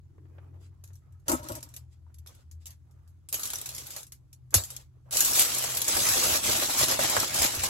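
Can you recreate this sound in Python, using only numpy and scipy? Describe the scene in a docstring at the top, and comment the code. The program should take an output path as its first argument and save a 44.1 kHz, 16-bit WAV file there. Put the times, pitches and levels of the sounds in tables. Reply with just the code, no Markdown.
"""Hands build a sandwich on aluminium foil on a stone kitchen counter, then fold the foil up.
A far engine drones over the quiet room. At 1.3 s creases snap, the counter bumps and something hollow
knocks. From 3.3 s the foil crinkles in showers of tiny creases, and at 4.5 s the sandwich lands with a
thud. From 5.1 s to the end the sheet is folded up: dense crackle, low flexing and panels popping.
Throughout, the treble is wide and slightly late on the right."""
import sys
import numpy as np
from scipy import signal
from scipy.fft import rfft, irfft, next_fast_len
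from scipy.io import wavfile
from scipy.ndimage import uniform_filter1d

SR = 44100
rng = np.random.default_rng(int(sys.argv[2]) if len(sys.argv) > 2 else 0)


def dump_mix(stems):
    """Bounce the given channels to the path in sys.argv[1] as a 16-bit WAV at rate SR."""
    frames = np.atleast_2d(stems).T  # one column per channel
    limited = np.clip(frames, -1, 1)  # hard clip at full scale
    pcm = np.round(limited * 32767).astype(np.int16)
    wavfile.write(sys.argv[1], SR, pcm)


N = 339305
T = np.arange(N) / SR
HZ = np.fft.rfftfreq(next_fast_len(N + 4096), 1 / SR)
FFT_SIZE = 2 * len(HZ) - 2

# room tone EQ: freq_hz, gain_db
ROOM_EQ = [(15, -49), (25, -22.5), (64, 2), (97, -2), (141, -5.5), (200, -23), (335, -20.5), (503, -41.5),
           (863, -39), (2000, -47), (7110, -52.5), (9320, -65), (10400, -50.5), (12200, -63),
           (16000, -84.5)]
# faint background swells: start_s, length_s, centre_hz, width_hz, level_db
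DRONES = [(0, 0.81, 325, 160, -65.5), (0.278, 0.27, 2450, 160, -84), (.98, 0.24, 1280, 110, -80),
          (2.852, .3, 1250, 296, -82)]
# the engine's lower hum: time_s, pitch_hz, level_db
ENGINE_LOW = [(0, 86.7, -50), (.2, 88.3, -56.5), (.57, 90.4, -48.5), (.95, 91.8, -51.5), (1.03, 89.2, -65),
              (1.13, 89, -46.5), (1.3, 86.1, -65), (1.8, 81, -54), (2.22, 81.4, -50), (2.36, 81, -63),
              (2.6, 81.5, -45), (2.9, 83.1, -59), (3.05, 84.1, -52), (3.35, 87.1, -64.5), (3.6, 83, -64)]
# the engine's upper hum: time_s, pitch_hz, level_db
ENGINE_HIGH = [(0, 131.1, -57), (.8, 131.8, -62.5), (1.7, 123, -55), (2.4, 123, -67.5), (3.3, 125, -64),
               (3.7, 126.2, -61.5), (4, 126, -63), (4.42, 126.3, -57)]
# bumps on the counter: start_s, level_db, pitch_hz
THUDS = [(1.282, -32, 85.7), (1.33, -30, 68), (1.4, -35.5, 85), (1.502, -32, 104), (3.348, -47.5, 95),
         (4.551, -18.5, 91.3), (5.978, -38, 118), (6.097, -40, 117.3), (6.298, -33.5, 81),
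         (6.518, -43, 125), (6.799, -38, 127), (7.04, -35, 120), (7.166, -33, 95.7), (7.398, -32, 67),
         (7.569, -30, 86.6)]
# rattling contacts on the hollow thing: start_s, level_db, length_s
KNOCKS = [(1.278, -27.5, 0.078), (1.37, -48, 0.11), (1.492, -35, 0.022), (1.52, -48.5, 0.072),
          (1.6, -60.5, .08)]
# its resonances: pitch_hz, width_hz, gain_db
HOLLOW_MODES = [(126.5, 14, -12.5), (250, 31, -2), (325, 30, 1), (389, 8.6, -12.5), (548, 92, -7),
                (607, 30, 2), (633, 25, -3.5), (948, 49, -4), (1100, 20, -6.5), (1288, 43, -5.5),
                (1434, 95, -12.5), (2000, 200, -26)]
# pushes, grips and folds of the foil: start_s, length_s, rustle_db, ramp_db, flex_db, brightness_db
FOLDS = [(0.595, 0.069, -71.5, -5, -76, -9), (.84, .1, -84, -2.5, -75.5, -3),
         (1.255, 0.13, -62, 4.5, -54.5, -8), (1.416, 0.17, -55, -3.5, -56, -5),
         (1.595, 0.24, -66.5, -12, -60.5, -5.5), (1.9, 0.029, -80, 3.5, -78.5, -10),
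         (2.262, .15, -73.5, -3, -66, -10.5), (2.595, 0.032, -74, 1, -88, -8.5),
         (2.66, 0.061, -63.5, -6.5, -65.5, -7.5), (2.844, 0.043, -86, -2, -75, 0),
         (3.313, 0.14, -52.5, 4.5, -53.5, 7.5), (3.435, .57, -47.5, -2, -56, -0.5),
         (4.522, 0.08, -68.5, -5.5, -37, -7.5), (4.633, 0.18, -55, -5, -61, -3.5),
         (5.121, 2.9, -42, 6, -50, -3), (5.11, 0.21, -31.5, 2, -43.5, 2.5),
         (5.322, 0.098, -30.5, 7, -43, 2.5), (5.424, 0.42, -31, -8, -43, 0),
         (5.858, .5, -30, 5.5, -40, -0.5), (6.413, 0.12, -32, 7, -39.5, -1),
         (6.53, 0.22, -29.5, -3, -37, -1), (6.742, 0.096, -31, 7.5, -38.5, -1),
         (6.859, 0.093, -32, -1, -36, -5.5), (6.98, 0.27, -31.5, -3, -36, -6),
         (7.324, .14, -29.5, 2.5, -38, -2.5), (7.482, 0.14, -36, -7.5, -41, -3.5),
         (7.617, 0.037, -32, 1, -40.5, -4)]
# faint low rustles of the sheet: start_s, length_s, level_db
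STIRS = [(0.046, 0.89, -68.5), (.96, 0.32, -75.5), (2.03, .14, -74.5), (2.816, 0.37, -74.5),
         (4.07, 0.23, -83), (4.916, 0.12, -76.5), (5.037, 0.1347, -63.5)]
# dull body of the flexing sheet: freq_hz, gain_db
FLEX_EQ = [(40, -8), (90, 3.5), (170, -5), (240, -1), (320, 0.5), (430, -1.5), (620, 2.5), (1200, -2),
           (1700, -7.5), (2500, -14.5), (4000, -25)]
# buckling panels and small dull taps: start_s, level_db, pitch_hz, tick_offset_db
POPS = [(0.182, -50, 446, -15.5), (0.254, -54, 350, -12), (0.383, -49.5, 606, -3), (0.837, -61, 372, -2.5),
        (0.904, -58, 418, -3), (2.066, -58, 1007, -25), (2.261, -59, 1240, 0), (3.442, -43.5, 1240, -17),
        (3.534, -40, 1500, -2), (3.965, -45.5, 636, 2.5), (4.541, -27, 612, 0.5), (4.546, -31.5, 261, -20),
        (4.704, -51, 1340, -12), (4.97, -59, 434, -16), (5.059, -58, 600, -12), (5.147, -55, 584, -11),
        (5.387, -35, 1163, -14), (5.64, -38.5, 530, 6.5), (5.967, -30, 1080, 4.5), (6.621, -26.5, 603, -7),
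        (6.695, -27, 857, -5.5), (6.812, -24.5, 627, -11), (6.921, -26, 614, -2), (6.991, -17.5, 642, -8),
        (7.045, -21.5, 808, -11), (7.166, -22.5, 1194, 4), (7.232, -37.5, 1020, 9),
        (7.636, -29.5, 906, 0.5)]
# single large creases: start_s, level_db, tail_t60_s
SNAPS = [(0.839, -41, 0.12), (0.8754, -48.5, 0.13), (0.9328, -51.5, 0.13), (0.9547, -50, 0.14),
         (1.1233, -59.5, 0.11), (1.1984, -63.5, 0.13), (1.282, -16.5, 0.16), (1.295, -15.5, 0.11),
         (1.317, -16.5, 0.17), (1.4314, -39, 0.13), (1.4424, -41, 0.095), (1.4864, -27, 0.14),
         (1.5196, -29.5, 0.12), (1.5523, -28.5, 0.13), (1.6062, -43, 0.093), (1.6283, -30, 0.098),
         (1.6888, -45, 0.12), (1.7395, -36.5, 0.11), (1.7641, -28.5, 0.09), (2.143, -48, 0.1),
         (2.1849, -47, 0.083), (2.2623, -42, 0.13), (2.272, -36.5, 0.12), (2.2884, -47, 0.11),
         (2.3491, -49, 0.11), (2.513, -42, 0.11), (2.6572, -33.5, 0.11), (2.667, -33.5, 0.095),
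         (2.706, -41, 0.12), (2.9108, -57.5, 0.11), (3.0764, -54.5, 0.15), (3.2877, -32, 0.15),
         (3.327, -19, 0.21), (3.3428, -16.5, 0.13), (3.395, -26, 0.16), (3.4332, -22, 0.13),
         (3.4548, -22, 0.13), (3.4736, -26, 0.15), (3.5026, -21, 0.084), (3.5339, -19.5, 0.14),
         (3.5568, -23, 0.096), (3.585, -26, 0.093), (3.6141, -24.5, 0.06), (3.659, -21.5, 0.09),
         (3.69, -25.5, 0.12), (3.749, -29.5, 0.11), (3.764, -31, 0.097), (3.7808, -26.5, 0.17),
         (3.8675, -31.5, 0.11), (3.905, -28.5, 0.13), (3.9639, -27, 0.22), (4.0302, -34.5, 0.06),
         (4.0674, -42, 0.1), (4.121, -33, 0.12), (4.3294, -40.5, 0.1), (4.5067, -45, 0.33),
         (4.542, -3.5, 0.17), (4.6369, -26.5, 0.19), (4.7034, -29.5, 0.18), (4.7643, -27, 0.063),
         (5.1094, -29, 0.13), (5.1249, -21.5, 0.1), (5.1696, -12, 0.18), (5.2055, -8.5, 0.15),
         (5.2482, -13, 0.13), (5.3334, -16, 0.13), (5.3553, -18, 0.14), (5.3944, -6.5, 0.16),
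         (5.5474, -20, 0.13), (5.583, -17.5, 0.097), (5.6243, -25, 0.13), (5.6387, -17.5, 0.11),
         (5.7488, -20, 0.15), (5.7708, -15, 0.12), (5.817, -13.5, 0.09), (5.8437, -21.5, 0.16),
         (5.8808, -13, 0.1), (5.9496, -20.5, 0.11), (5.969, -13.5, 0.12), (6.088, -11, 0.13),
         (6.237, -16.5, 0.13), (6.4465, -24, 0.13), (6.4611, -22.5, 0.17), (6.6177, -22.5, 0.13),
         (6.7884, -17, 0.2), (6.8837, -18.5, 0.15), (6.9127, -15, 0.13), (6.9915, -19.5, 0.13),
         (7.0337, -17.5, 0.13), (7.0985, -14.5, 0.13), (7.1666, -16.5, 0.1), (7.2002, -14.5, 0.11),
         (7.2302, -23, 0.13), (7.3442, -19.5, 0.19), (7.42, -12, 0.12), (7.443, -13, 0.098),
         (7.5486, -21, 0.12), (7.6359, -16, 0.13)]
# bright tone of one crease: freq_hz, gain_db
SNAP_EQ = [(1200, -16.5), (3000, -8), (5000, -3.5), (7500, 2.5), (10500, -0.5), (13500, -3), (16000, -18)]
# sizzle of many small creases: freq_hz, gain_db
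CRINKLE_EQ = [(300, -20), (1500, -9), (2500, -5.5), (4500, -3), (6500, -1), (8000, 1), (9600, -2),
              (11700, -5), (13800, -7), (16000, -7)]
# stereo image, treble slightly late on the right: freq_hz, coherence, right_phase_rad, left_over_right_db
STEREO_IMAGE = [(58.5, 0.82, 0.83, -1.6), (300.4, 0.56, -0.7, -2), (726, 0.28, 2.5, -3.5),
                (2020, 0.13, -2, -0.5), (5600, .2, 2.5, 0), (7030, 0.19, -2, 1.5), (8220, 0.51, -2.5, 2),
                (8906, 1, -3, -1.5), (9410, 1, -3, 1.5), (11400, 0.4, -6, -1), (11700, 0.77, -6.5, -1),
                (13600, 0.8, -8, 1), (14200, 0.76, -9.5, 0), (15000, .99, -9.5, 0), (15600, .8, -10.5, -1)]
# dry tick of a popping panel: freq_hz, gain_db
POP_TICK_EQ = [(200, -18.5), (600, 5.0), (1800, -0.5), (4000, -18.5), (9000, -39.5)]


def amp(db):
    """Decibels to gain."""
    return 10 ** (np.asarray(db) / 20)


def decay(t, t60):
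    """A fade that drops 60 dB in t60 seconds."""
    return amp(-60 * t / t60)


def unit_rms(x):
    """Normalises to an rms of one."""
    return x / np.sqrt(np.mean(x ** 2) + 1e-20)


def over_hz(points, column=1):
    """Draws a table column across the spectrum on a log frequency axis."""
    table = np.transpose(points)
    return np.interp(np.log(HZ + 1), np.log(table[0] + 1), table[column])


def equalise(x, eq):
    """Applies an EQ curve, keeping the rms of white noise."""
    return irfft(rfft(x, FFT_SIZE) * unit_rms(amp(over_hz(eq))), FFT_SIZE)[..., :N]


def add(mix, start, sound):
    """Drops a sound into the mix at start seconds."""
    part = mix[..., round(start * SR):][..., :sound.shape[-1]]
    part += sound[..., :part.shape[-1]]


def room_tone():
    """The quiet kitchen: a steady low rumble with a trace of hiss."""
    return amp(-58) * equalise(rng.standard_normal((2, N)), ROOM_EQ)


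def drones():
    """Faint narrow bands of noise swell and fade in the background."""
    out = np.zeros((2, N))
    for start, length, hz, width, db in DRONES:
        resonance = (width / (width + 2j * (HZ - hz))) ** 2
        band = irfft(rfft(rng.standard_normal((2, N)), FFT_SIZE) * resonance, FFT_SIZE)
        swell = signal.windows.tukey(round(length * SR), 0.6)
        add(out, start, amp(db) * swell * unit_rms(band)[:, :len(swell)])
    return out


def engine(waver_db=2.5):
    """A far engine hums in two low wavering tones, a little to the left."""
    tones = np.zeros(N)
    for hum in (ENGINE_LOW, ENGINE_HIGH):
        times, pitches, levels = np.transpose(hum)
        waver = sum(np.sin(2 * np.pi * (hz * T + rng.random())) for hz in np.geomspace(1, 8, 12))
        level_db = np.interp(T, times, levels) + waver_db * unit_rms(waver)
        cycles = np.cumsum(np.interp(T, times, pitches)) / SR + rng.random()
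        tones += amp(level_db) * np.sin(2 * np.pi * cycles)
    return np.sqrt(2) * tones * amp([[1.5], [-1.5]])


def thuds(ring_hz=63):
    """The counter and the microphone stand ring low after each bump."""
    out, t = np.zeros(N), np.arange(SR // 2) / SR
    attack = 1 - np.exp(-t / 0.013)
    for start, db, hz in THUDS:
        cycles = hz * (t + 0.0042 * (1 - np.exp(-t / 0.0095)))  # starts sharp, then settles
        ring = np.sin(2 * np.pi * cycles) + amp(-7) * np.sin(2 * np.pi * ring_hz * t)
        add(out, start, amp(db + 4.5) * attack * decay(t, t60=0.15) * ring)
    return out


def knocks():
    """Short rattles of contacts drive the modes of a hollow thing on the left."""
    rattle = np.zeros(N)
    for start, db, length in KNOCKS:
        burst = signal.windows.tukey(round(length * SR), 0.15)
        add(rattle, start, amp(db) * burst * rng.standard_normal(len(burst)))
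    body = sum((-1) ** k * amp(db) * width / (width + 2j * (HZ - hz))
               for k, (hz, width, db) in enumerate(HOLLOW_MODES))
    body /= np.sqrt(np.mean(abs(body) ** 2))
    delay_s = np.array([[0], [0.00032]])
    pan = amp([[2.5], [-2.5]]) * np.exp(-2j * np.pi * HZ * delay_s)  # later and weaker on the right
    return irfft(rfft(rattle, FFT_SIZE) * pan * body, FFT_SIZE)[:, :N]


def handling(attack_s=0.03, release_db_per_s=350):
    """Each move of the hands rises, ramps and dies away: gives rustle power, flex power, brightness."""
    rustle = np.full(N, amp(-87.5) ** 2)  # both floors are the sheet left alone
    flex = np.full(N, amp(-81.5) ** 2)
    weighted_brightness = np.zeros(N)
    for start, length, rustle_db, ramp_db, flex_db, brightness_db in FOLDS:
        t = np.arange(0, length + 0.3, 1 / SR)
        shape_db = ramp_db * np.minimum(t / length, 1) - release_db_per_s * np.maximum(t - length, 0)
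        power = (np.minimum(t / attack_s, 1) * amp(shape_db)) ** 2
        add(rustle, start, amp(rustle_db) ** 2 * power)
        add(flex, start, amp(flex_db) ** 2 * power)
        add(weighted_brightness, start, brightness_db * amp(rustle_db) ** 2 * power)
    for start, length, db in STIRS:
        add(flex, start, (amp(db) * np.hanning(round(length * SR))) ** 2)
    return rustle, flex, weighted_brightness / rustle


def shimmer(depth_db):
    """Noise whose narrow resonances come and go as the facets of the sheet change shape."""
    spectra = signal.stft(rng.standard_normal((2, N)), nperseg=512, noverlap=384)[2]
    patches = uniform_filter1d(rng.standard_normal(spectra.shape[1:]), size=3, axis=0)  # across pitch
    patches = uniform_filter1d(patches, size=14, axis=1)  # across time
    spectra *= amp(depth_db * unit_rms(patches))
    return unit_rms(signal.istft(spectra, nperseg=512, noverlap=384)[1][:, :N])


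def ring_out(power, t60):
    """Gives each impulse a dying tail of the same total power."""
    feedback = 10 ** (-6 / (t60 * SR))
    return signal.lfilter([1 - feedback], [1, -feedback], power)


def shower(per_s, spread_db, crack_t60, ring_t60, ring_share):
    """Envelope of many random creases, a few large: a short crack, then the sheet ringing on."""
    sizes = amp(spread_db * np.minimum(rng.exponential(1, N), 5))
    hits = sizes ** 2 * (rng.random(N) < per_s / SR)
    power = (1 - ring_share) * ring_out(hits, crack_t60) + ring_share * ring_out(hits, ring_t60)
    return unit_rms(np.sqrt(power))


def flexing(power):
    """Large areas of the sheet wobble and rumble in slow, dull grains."""
    grains = shower(per_s=400, spread_db=0.91, crack_t60=0.015, ring_t60=0.059, ring_share=1)
    return equalise(amp(0.5) * np.sqrt(power) * grains * shimmer(depth_db=3), FLEX_EQ)


def pops():
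    """A panel flips over: a dry tick, and a short ring that sags in pitch and lags on the right."""
    rings, ticks, t = np.zeros((2, N)), np.zeros(N), np.arange(SR // 10) / SR
    ring_shape = np.minimum(t / 0.00016, 1) * decay(t, t60=0.043)
    sag = 1 - 6.7 * np.minimum(t, 0.02)
    lag_cycles = np.array([[0], [0.2]])
    for start, db, hz, tick_offset_db in POPS:
        cycles = hz * t * sag - lag_cycles
        add(rings, start, amp(db - 0.5) * ring_shape * np.sin(2 * np.pi * cycles))
        add(ticks, start, amp(db + tick_offset_db) * decay(t, t60=0.069))
    return rings * amp([[1.5], [-1.5]]) + equalise(ticks * rng.standard_normal((2, N)), POP_TICK_EQ)


def snaps():
    """Each large crease cracks within a few milliseconds and leaves a shimmering tail."""
    power, t = np.zeros(N), np.arange(SR // 3) / SR
    attack = np.minimum(t / 0.00033, 1)
    crack = 0.6 * decay(t, t60=0.009) ** 2
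    body = 0.23 * decay(t, t60=0.054) ** 2
    for start, db, tail_t60 in SNAPS:
        tail = 0.22 * decay(t, tail_t60) ** 2
        add(power, start, amp(db - 3.5) ** 2 * attack * (crack + body + tail))
    return equalise(np.sqrt(power) * shimmer(depth_db=4.5), SNAP_EQ)


def crinkle(power, brightness_db, split_hz=6000):
    """Showers of small creases follow the effort, with crisp crackle on top; tight folds are brighter."""
    effort = amp(3.5) * np.sqrt(power)
    wash = shower(per_s=1500, spread_db=1.6, crack_t60=0.003, ring_t60=0.065, ring_share=0.96)
    crackle = shower(per_s=260, spread_db=2.1, crack_t60=0.00081, ring_t60=0.036, ring_share=0.22)
    grains = unit_rms(wash + amp(-14) * crackle)
    sheet = equalise(effort * grains * shimmer(depth_db=2.9), CRINKLE_EQ)
    lows = signal.sosfilt(signal.butter(1, split_hz, fs=SR, output="sos"), sheet)
    tilt = amp(brightness_db)
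    return lows / tilt + (sheet - lows) * tilt


def stereo_image(pair):
    """The treble is slightly delayed on the right, nearly opposite to the left around 9 and 15 kHz."""
    left, independent = rfft(pair, FFT_SIZE)
    coherence = over_hz(STEREO_IMAGE, column=1)
    shifted = np.exp(1j * over_hz(STEREO_IMAGE, column=2)) * left
    right = coherence * shifted + np.sqrt(1 - coherence ** 2) * independent
    balance = amp(over_hz(STEREO_IMAGE, column=3) / 2)
    return irfft(np.array([left * balance, right / balance]), FFT_SIZE)[:, :N]


def scene():
    """Room and foil noise share one stereo image; pops, knocks, thuds and engine are placed directly."""
    room = room_tone()
    rustle_power, flex_power, brightness_db = handling()
    foil = crinkle(rustle_power, brightness_db) + snaps() + flexing(flex_power)
    return stereo_image(foil + room + drones()) + pops() + knocks() + thuds() + engine()


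def record(dry):
    """A steep high cut takes off the very top of the treble."""
    high_cut = signal.firwin(255, cutoff=15930, window=("kaiser", 9), fs=SR)
    return signal.oaconvolve(dry, high_cut[None], "same")


dry = scene()
out = record(dry)
dump_mix(out)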